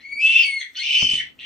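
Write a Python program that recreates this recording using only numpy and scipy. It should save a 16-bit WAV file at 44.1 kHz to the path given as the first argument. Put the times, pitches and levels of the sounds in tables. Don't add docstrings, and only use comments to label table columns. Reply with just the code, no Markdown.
import sys
import numpy as np
from scipy import signal
from scipy.fft import rfft, irfft
from scipy.io import wavfile
from scipy.ndimage import uniform_filter1d, minimum_filter1d

SR = 44100
rng = np.random.default_rng(int(sys.argv[2]) if len(sys.argv) > 2 else 0)


def wrap_up_sound(samples):
    columns = np.atleast_2d(samples).T
    tamed = np.clip(columns, -1, 1)
    steps = np.round(tamed * 32767).astype(np.int16)
    wavfile.write(sys.argv[1], SR, steps)


N = 63945
T = np.arange(N) / SR
NOTE_WANDER_HZ, NOTE_FLUTTER_DB = 16, 2.4


def undb(db):
    return 10 ** (np.asarray(db) / 20)


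def unit(x):
    return x / np.sqrt(np.mean(x ** 2))


def shape(table):
    hz, db = np.array(table, float).T
    f = np.maximum(np.fft.rfftfreq(2 * N, 1 / SR), 1)
    return undb(np.interp(np.log(f), np.log(hz), db, left=-120, right=-120))


def filt(x, gain):
    return irfft(rfft(x, 2 * N) * gain)[..., :N]


def walk(rate):
    k = max(int(SR / rate), 1)
    return unit(uniform_filter1d(uniform_filter1d(rng.standard_normal(N), k), k))


def track(rows):
    rows = np.array(rows, float)
    inside = np.minimum(T - rows[0, 0], rows[-1, 0] - T)
    gate = np.clip(inside / .004 + 1, 0, 1)
    return [np.interp(T, rows[:, 0], column) for column in rows.T[1:]], gate


def decay(t, t60):
    return np.exp(-np.log(1000) * t / t60)


def air(table, db, likeness):
    mid, side = filt(rng.standard_normal((2, N)), shape(table)) * undb(2 * walk(24))
    side_gain = np.sqrt((1 - likeness) / (1 + likeness))
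    return undb(db) * (unit(mid) + side_gain * unit(side) * np.array([[1], [-1]]))


def hiss():
    # frequency in Hz, relative level in dB.
    hiss_colour = [(1200, 3), (2000, -3), (8000, -7.5), (10000, -18.5), (13500, -5.5), (16000, -15)]
    return air(hiss_colour, -71, likeness=.7)


def hum():
    # frequency in Hz, relative level in dB.
    hum_colour = [(25, -19.5), (59, -5), (199, -13), (253, -3.5), (394, -15), (430, -14), (994, -23),
                  (1500, -22), (1950, -42.5), (3300, -120)]
    # time in seconds, level change in dB.
    swell = [(0, -3), (.13, 5), (.22, 0), (.35, 0), (.5, -3), (.62, -8.5), (.74, -3), (.82, 0.5),
             (.98, 9.5), (1.2, 0.5), (1.32, 5), (1.45, 3.5)]
    return air(hum_colour, -65, likeness=.3) * undb(np.interp(T, *np.array(swell).T))


def knock(t, hz, peak_s):
    return np.sin(2 * np.pi * hz * t) * t / peak_s * np.exp(1 - t / peak_s)


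def thumps():
    # start in seconds, level in dB, ring and tap in dB relative to that level.
    hits = [(1.0243, -26.5, -13.5, -2.5), (1.1317, -32.5, -26, -10.5)]
    # frequency in Hz, relative level in dB, time to fall 60 dB in seconds.
    wall = [(79.2, -3, 0.37), (141, -0.5, 0.58), (262, 4, 0.38), (401.6, -4, 0.23), (1080, -6.5, 0.11)]
    # frequency in Hz, relative level in dB.
    rumble_colour = [(30, -12), (70, 10), (260, -4.5), (450, -1.5), (1000, -18), (1300, -6.5), (1450, -51)]
    tap_lean_db, push_lean_db = np.array([[-11], [11]]), np.array([[-7], [7]])
    push_late_s = .00182 - np.array([[.00079], [0]])
    wall_turn = np.array([[0], [.59]])

    rumble = undb(-8.5) * unit(filt(rng.standard_normal((2, N)), shape(rumble_colour)))
    out = 0
    for start, db, ring_db, tap_db in hits:
        t = np.maximum(T - start, 0)
        push_t = np.maximum(T - start - push_late_s, 0)
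        tap = -undb(tap_db + tap_lean_db) * knock(t, hz=846, peak_s=.00031)
        push = undb(push_lean_db) * knock(push_t, hz=159, peak_s=.0022)
        ring = sum(undb(tone_db) * np.sin(2 * np.pi * hz * t + wall_turn) * decay(t, t60)
                   for hz, tone_db, t60 in wall)
        ring = undb(ring_db + 1.9 * walk(25)) * ring
        after = (ring + rumble * decay(t, .21)) * np.clip(t / .0019, 0, 1)
        out = out + undb(db) * (tap + push + after)
    return out


def tank(x, wet_db):
    # frequency in Hz, left minus right in dB.
    balance = [(1290, 2.5), (2380, 1.5), (4400, 2), (8120, 13), (15000, 21)]
    t60_s, build_s, right_lag_s = .22, .0037, .000025
    t = T[:SR // 2]
    tail = rng.standard_normal((2, len(t))) * decay(t, t60_s) * np.clip(t / build_s, 0, 1)
    tail = undb(wet_db) * tail / np.sqrt(np.sum(tail ** 2, axis=1, keepdims=True))
    f = np.fft.rfftfreq(2 * N, 1 / SR)
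    direct = np.exp(-2j * np.pi * f * np.array([[0], [right_lag_s]]))
    lean = np.array([(1, balance[0][1])] + list(balance) + [(SR, balance[-1][1])])
    sides = np.array([shape(lean * [1, .5]), shape(lean * [1, -.5])])
    return filt(x, (direct + rfft(tail, 2 * N)) * sides)


def flap(depth):
    flap_hz, wander_hz = 145, 18
    swing = np.cos(2 * np.pi * np.cumsum(flap_hz + wander_hz * walk(60)) / SR)
    return (1 + depth * undb(2 * walk(36)) * swing) / np.sqrt(1 + depth ** 2 / 2)


def throb():
    throb_hz, from_s, one_dip_s, depth = 45, 1.02, 1.106, .8
    dip = np.cos(np.pi * throb_hz * (T - one_dip_s)) ** 4
    onset = np.clip((T - from_s) * throb_hz / 2, 0, 1)
    return 1 - depth * onset * dip


def fold_pulses():
    pulse_hz, jitter, scatter_db = 2574, .35, 4.5
    spacing_chance, size_chance = rng.standard_normal((2, N // 8))
    at = np.cumsum(SR / pulse_hz * np.exp(jitter * spacing_chance))
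    keep = at < N - 2
    at, size = at[keep], undb(scatter_db * size_chance[keep])
    i, between = at.astype(int), at % 1
    pulses = np.zeros(N)
    np.add.at(pulses, i, size * (1 - between))
    np.add.at(pulses, i + 1, size * between)
    return pulses


def rasp():
    # time in seconds,
    # then level in dB of the low, middle, upper, high and top bands.
    rasp_levels = ([(0.0, -55, -72.5, -56.5, -94, -93.5), (0.012, -60, -60.5, -68.5, -67.5, -82.5),
                    (0.1, -68, -71.5, -73, -87.5, -88), (0.12, -85.5, -60, -75.5, -95, -97.5),
                    (0.172, -83, -95, -87, -103, -72.5), (0.21, -79.5, -36.5, -56.5, -55.5, -65),
                    (0.26, -58, -29.5, -42, -48, -54), (0.416, -51.5, -24, -41, -45, -59.5),
                    (0.564, -71, -51, -61.5, -77.5, -83), (0.6, -51.5, -54, -52.5, -60.5, -74)],
                    [(0.6, -59.5, -64, -58, -66, -70.5), (0.614, -37, -49, -36.5, -67.5, -72),
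                    (0.628, -38, -54, -54.5, -70, -77), (0.716, -65, -77, -76.5, -85, -88.5),
                    (0.74, -68, -80, -76.5, -88, -82.5)], [(0.74, -70, -74.5, -85.5, -76, -89),
                    (0.752, -48, -52, -42, -66, -89), (0.772, -52, -43, -44.5, -46, -68),
                    (0.798, -44.5, -48.5, -32.5, -53.5, -64), (0.824, -56, -35, -53.5, -58.5, -59),
                    (0.834, -51.5, -29.5, -38, -42.5, -70), (0.908, -63, -25, -37, -46.5, -57),
                    (0.99, -48.5, -24.5, -39.5, -38.5, -55.5), (1.042, -63.5, -28.5, -50, -36, -58.5),
                    (1.158, -48, -32, -36, -43.5, -49), (1.21, -33, -39, -43.5, -53.5, -73),
                    (1.308, -75.5, -68, -70, -99, -101), (1.37, -85, -107, -93, -94, -83)],
                    [(1.38, -59, -72.5, -74, -103, -89), (1.392, -62, -38, -51.5, -65, -85),
                    (1.416, -53, -44, -43, -71, -70), (1.442, -48, -38.5, -47, -62, -100),
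                    (1.45, -84, -30, -48, -64, -95)])
    # frequency in Hz, relative gain in dB.
    low = [(1350, -48), (1550, -16.5), (1700, -17.5), (1950, 1), (2200, -4.5), (2500, -44.5)]
    middle = [(1700, -91.5), (2150, -7), (2500, 11), (2900, 0), (3200, -5), (3500, -32), (4000, -55.5)]
    upper = [(2900, -24.5), (3300, 2.5), (3500, 1), (3750, -10), (4050, -10), (4400, -8), (4800, -38)]
    high = [(3900, -40.5), (4400, 6.5), (4850, 0.5), (5200, 0.5), (6200, 3.5), (6500, -12.5), (6900, -34.5),
            (7400, -40.5)]
    top = [(6400, -6.5), (7200, -5.5), (7700, -1), (8300, 3.5), (8900, -4), (9300, -16), (9800, -39)]
    # frequency in Hz, width in Hz, boost in dB.
    resonances = [(2290, 67, 3), (2768, 130, 7), (2846, 40, 13.5), (2990, 20, 11), (3084, 130, 10),
                  (3510, 120, 7.5), (3990, 220, 12), (4600, 48, 9.5), (5230, 220, 7), (5680, 210, 10),
                  (6290, 170, 8)]
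    pulses = fold_pulses()
    f = np.fft.rfftfreq(2 * N, 1 / SR)
    ring = undb(sum(db / (1 + ((f - hz) / (width / 2)) ** 2) for hz, width, db in resonances))
    bands = [unit(filt(pulses, shape(band) * ring)) for band in (low, middle, upper, high, top)]
    out = 0
    for rows in rasp_levels:
        levels, gate = track(rows)
        out = out + gate * sum(undb(db + 1.5 * walk(90)) * band for db, band in zip(levels, bands))
    return out


def whistle(rows):
    (hz, *levels, rough_hz), gate = track(rows)
    phase = 2 * np.pi * np.cumsum(hz + np.abs(rough_hz) * walk(270)) / SR
    partials = sum(undb(db + 1.5 * walk(110)) * np.sin((k + 1) * phase) for k, db in enumerate(levels))
    return gate * np.sqrt(2) * partials


def whistles():
    # time in seconds, pitch in Hz,
    # level in dB of partials one to four, roughness of the pitch in Hz.
    clean_voice = [
        [(0.008, 2020, -68, -50, -86, -93, 29), (0.026, 2120, -53, -61.5, -83, -97, 54),
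         (0.055, 2185, -37, -56, -71.5, -91, 40), (0.085, 2215, -38, -54, -68, -82, 25),
         (0.1, 2240, -45, -62, -68, -78, 25), (0.128, 2221, -28, -45.5, -68, -64.5, 54),
         (0.15, 2265, -46, -42, -61, -76.5, 12), (0.174, 2290, -25, -47, -74, -62, 36),
         (0.195, 2335, -27, -44.5, -70.5, -70, 16), (0.22, 2370, -29, -50, -52, -90.5, 30)],
        [(0.435, 2305, -52.5, -27, -68.5, -57.5, 9.4), (0.445, 2264, -32, -38.5, -55.5, -57.5, 14),
         (0.467, 2250, -30.5, -31, -56.5, -45.5, 14.7), (0.483, 2224, -26, -34.5, -55.5, -48, 7.8),
         (0.509, 2190, -26.5, -42.5, -62.5, -49.5, 3.2), (0.587, 2160, -26, -35, -62.5, -59.5, 11),
         (0.6, 2125, -44.5, -39.5, -47.5, -54, 33.6), (0.615, 2060, -30, -40.5, -49.5, -65, 58),
         (0.637, 2072, -38.5, -47.5, -56, -62.5, 35), (0.663, 2157, -42.5, -54.5, -77, -85, 4.6),
         (0.699, 2114, -50.5, -76, -68, -80, 8.6), (0.74, 2129, -70.5, -74, -85.5, -84, 7.7)],
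        [(.79, 2099, -60.5, -39.5, -58.5, -55, 4.1), (.8, 2119, -38.5, -31.5, -48, -59, 8),
         (.818, 2144, -30, -34, -52, -64.5, 6), (.827, 2170, -26.5, -26, -62, -73.5, 11)],
        [(.757, 1396, -64.5, -52, -41.5, -51.5, 24), (.767, 1472, -68.5, -33.5, -41, -61, 38),
         (.78, 1508, -53, -32.5, -36.5, -59, 8), (.79, 1540, -46.5, -28, -49, -59.5, 19.5),
         (.81, 1566, -59, -31.5, -53, -74.5, 70)],
    ]
    return sum(whistle(rows) for rows in clean_voice)


def strand(rows):
    (hz, db), gate = track(rows)
    phase = 2 * np.pi * np.cumsum(hz + NOTE_WANDER_HZ * walk(460)) / SR
    return gate * np.sqrt(2) * undb(db + NOTE_FLUTTER_DB * walk(75)) * np.sin(phase)


def note(rows):
    octave_hz, octave_wander_hz = 5104, 55
    (hz, db, octave_db), gate = track(rows)
    phase = 2 * np.pi * np.cumsum(hz + NOTE_WANDER_HZ * walk(500)) / SR
    octave_phase = 2 * np.pi * np.cumsum(octave_hz + octave_wander_hz * walk(370)) / SR
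    pair = undb(db) * np.sin(phase) + undb(octave_db) * np.sin(octave_phase)
    return gate * np.sqrt(2) * undb(NOTE_FLUTTER_DB * walk(100)) * pair


def torn_voice():
    # time in seconds, pitch in Hz, level in dB, upper note's level in dB.
    strong = [
        [(0.19, 2464, -38, -55.5), (0.228, 2637, -18, -48.5), (0.256, 2616, -12, -65), (0.314, 2695, -18, -67),
         (0.336, 2666, -27.5, -59), (0.366, 2655, -7, -58), (0.378, 2757, -24, -45), (0.386, 2600, -24, -46),
         (0.4, 2692, -13, -36.5), (0.432, 2738, -25.5, -33), (0.448, 2585, -17, -58), (0.47, 2770, -46, -61.5)],
        [(0.87, 3021, -29.5, -40.5), (0.9, 3021, -46, -56.5), (0.91, 3010, -21, -45.5),
         (0.932, 3009, -23.5, -39), (0.982, 3026, -12.5, -39), (1.0, 3032, -34.5, -37.5),
         (1.02, 3063, -22, -42), (1.076, 3030, -20, -40), (1.14, 3009, -18.5, -55), (1.165, 3000, -23, -50),
         (1.2, 3030, -23, -58), (1.254, 3003, -43, -83), (1.26, 2999, -46, -64)],
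    ]
    # time in seconds, pitch in Hz, level in dB.
    side_notes = [
        [(.84, 2378, -36), (.89, 2380, -32), (.92, 2380, -40)],
        [(1.005, 3120, -34), (1.04, 3105, -25), (1.1, 3115, -29), (1.19, 3100, -29), (1.25, 3080, -44)],
        [(.24, 3440, -48), (.27, 3430, -35), (.36, 3500, -32), (.43, 3470, -36.5), (.45, 3430, -49.5)],
        [(.25, 3050, -45), (.33, 3110, -30), (.44, 3100, -29), (.47, 3110, -40)],
    ]
    return sum(note(rows) for rows in strong) * flap(.15) + sum(strand(rows) for rows in side_notes)


def scene():
    pulsing = throb()
    harsh = rasp() * flap(.65) * np.sqrt(pulsing)
    tones = whistles() + torn_voice() * pulsing
    voice = tank(harsh, wet_db=2.5) + tank(tones, wet_db=-5)
    return hiss() + hum() + thumps() + voice


def record(dry):
    limit, limit_s, top_hz = .85, .006, 15760
    k = int(limit_s * SR)
    room = np.minimum(limit / (np.abs(dry).max(axis=0) + 1e-9), 1)
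    lowest = minimum_filter1d(room, 2 * k + 1)
    gain = uniform_filter1d(uniform_filter1d(lowest, k), k)
    top_cut = signal.ellip(10, .2, 80, top_hz, fs=SR, output="sos")
    return signal.sosfilt(top_cut, dry * gain)


dry = scene()
out = record(dry)
wrap_up_sound(out)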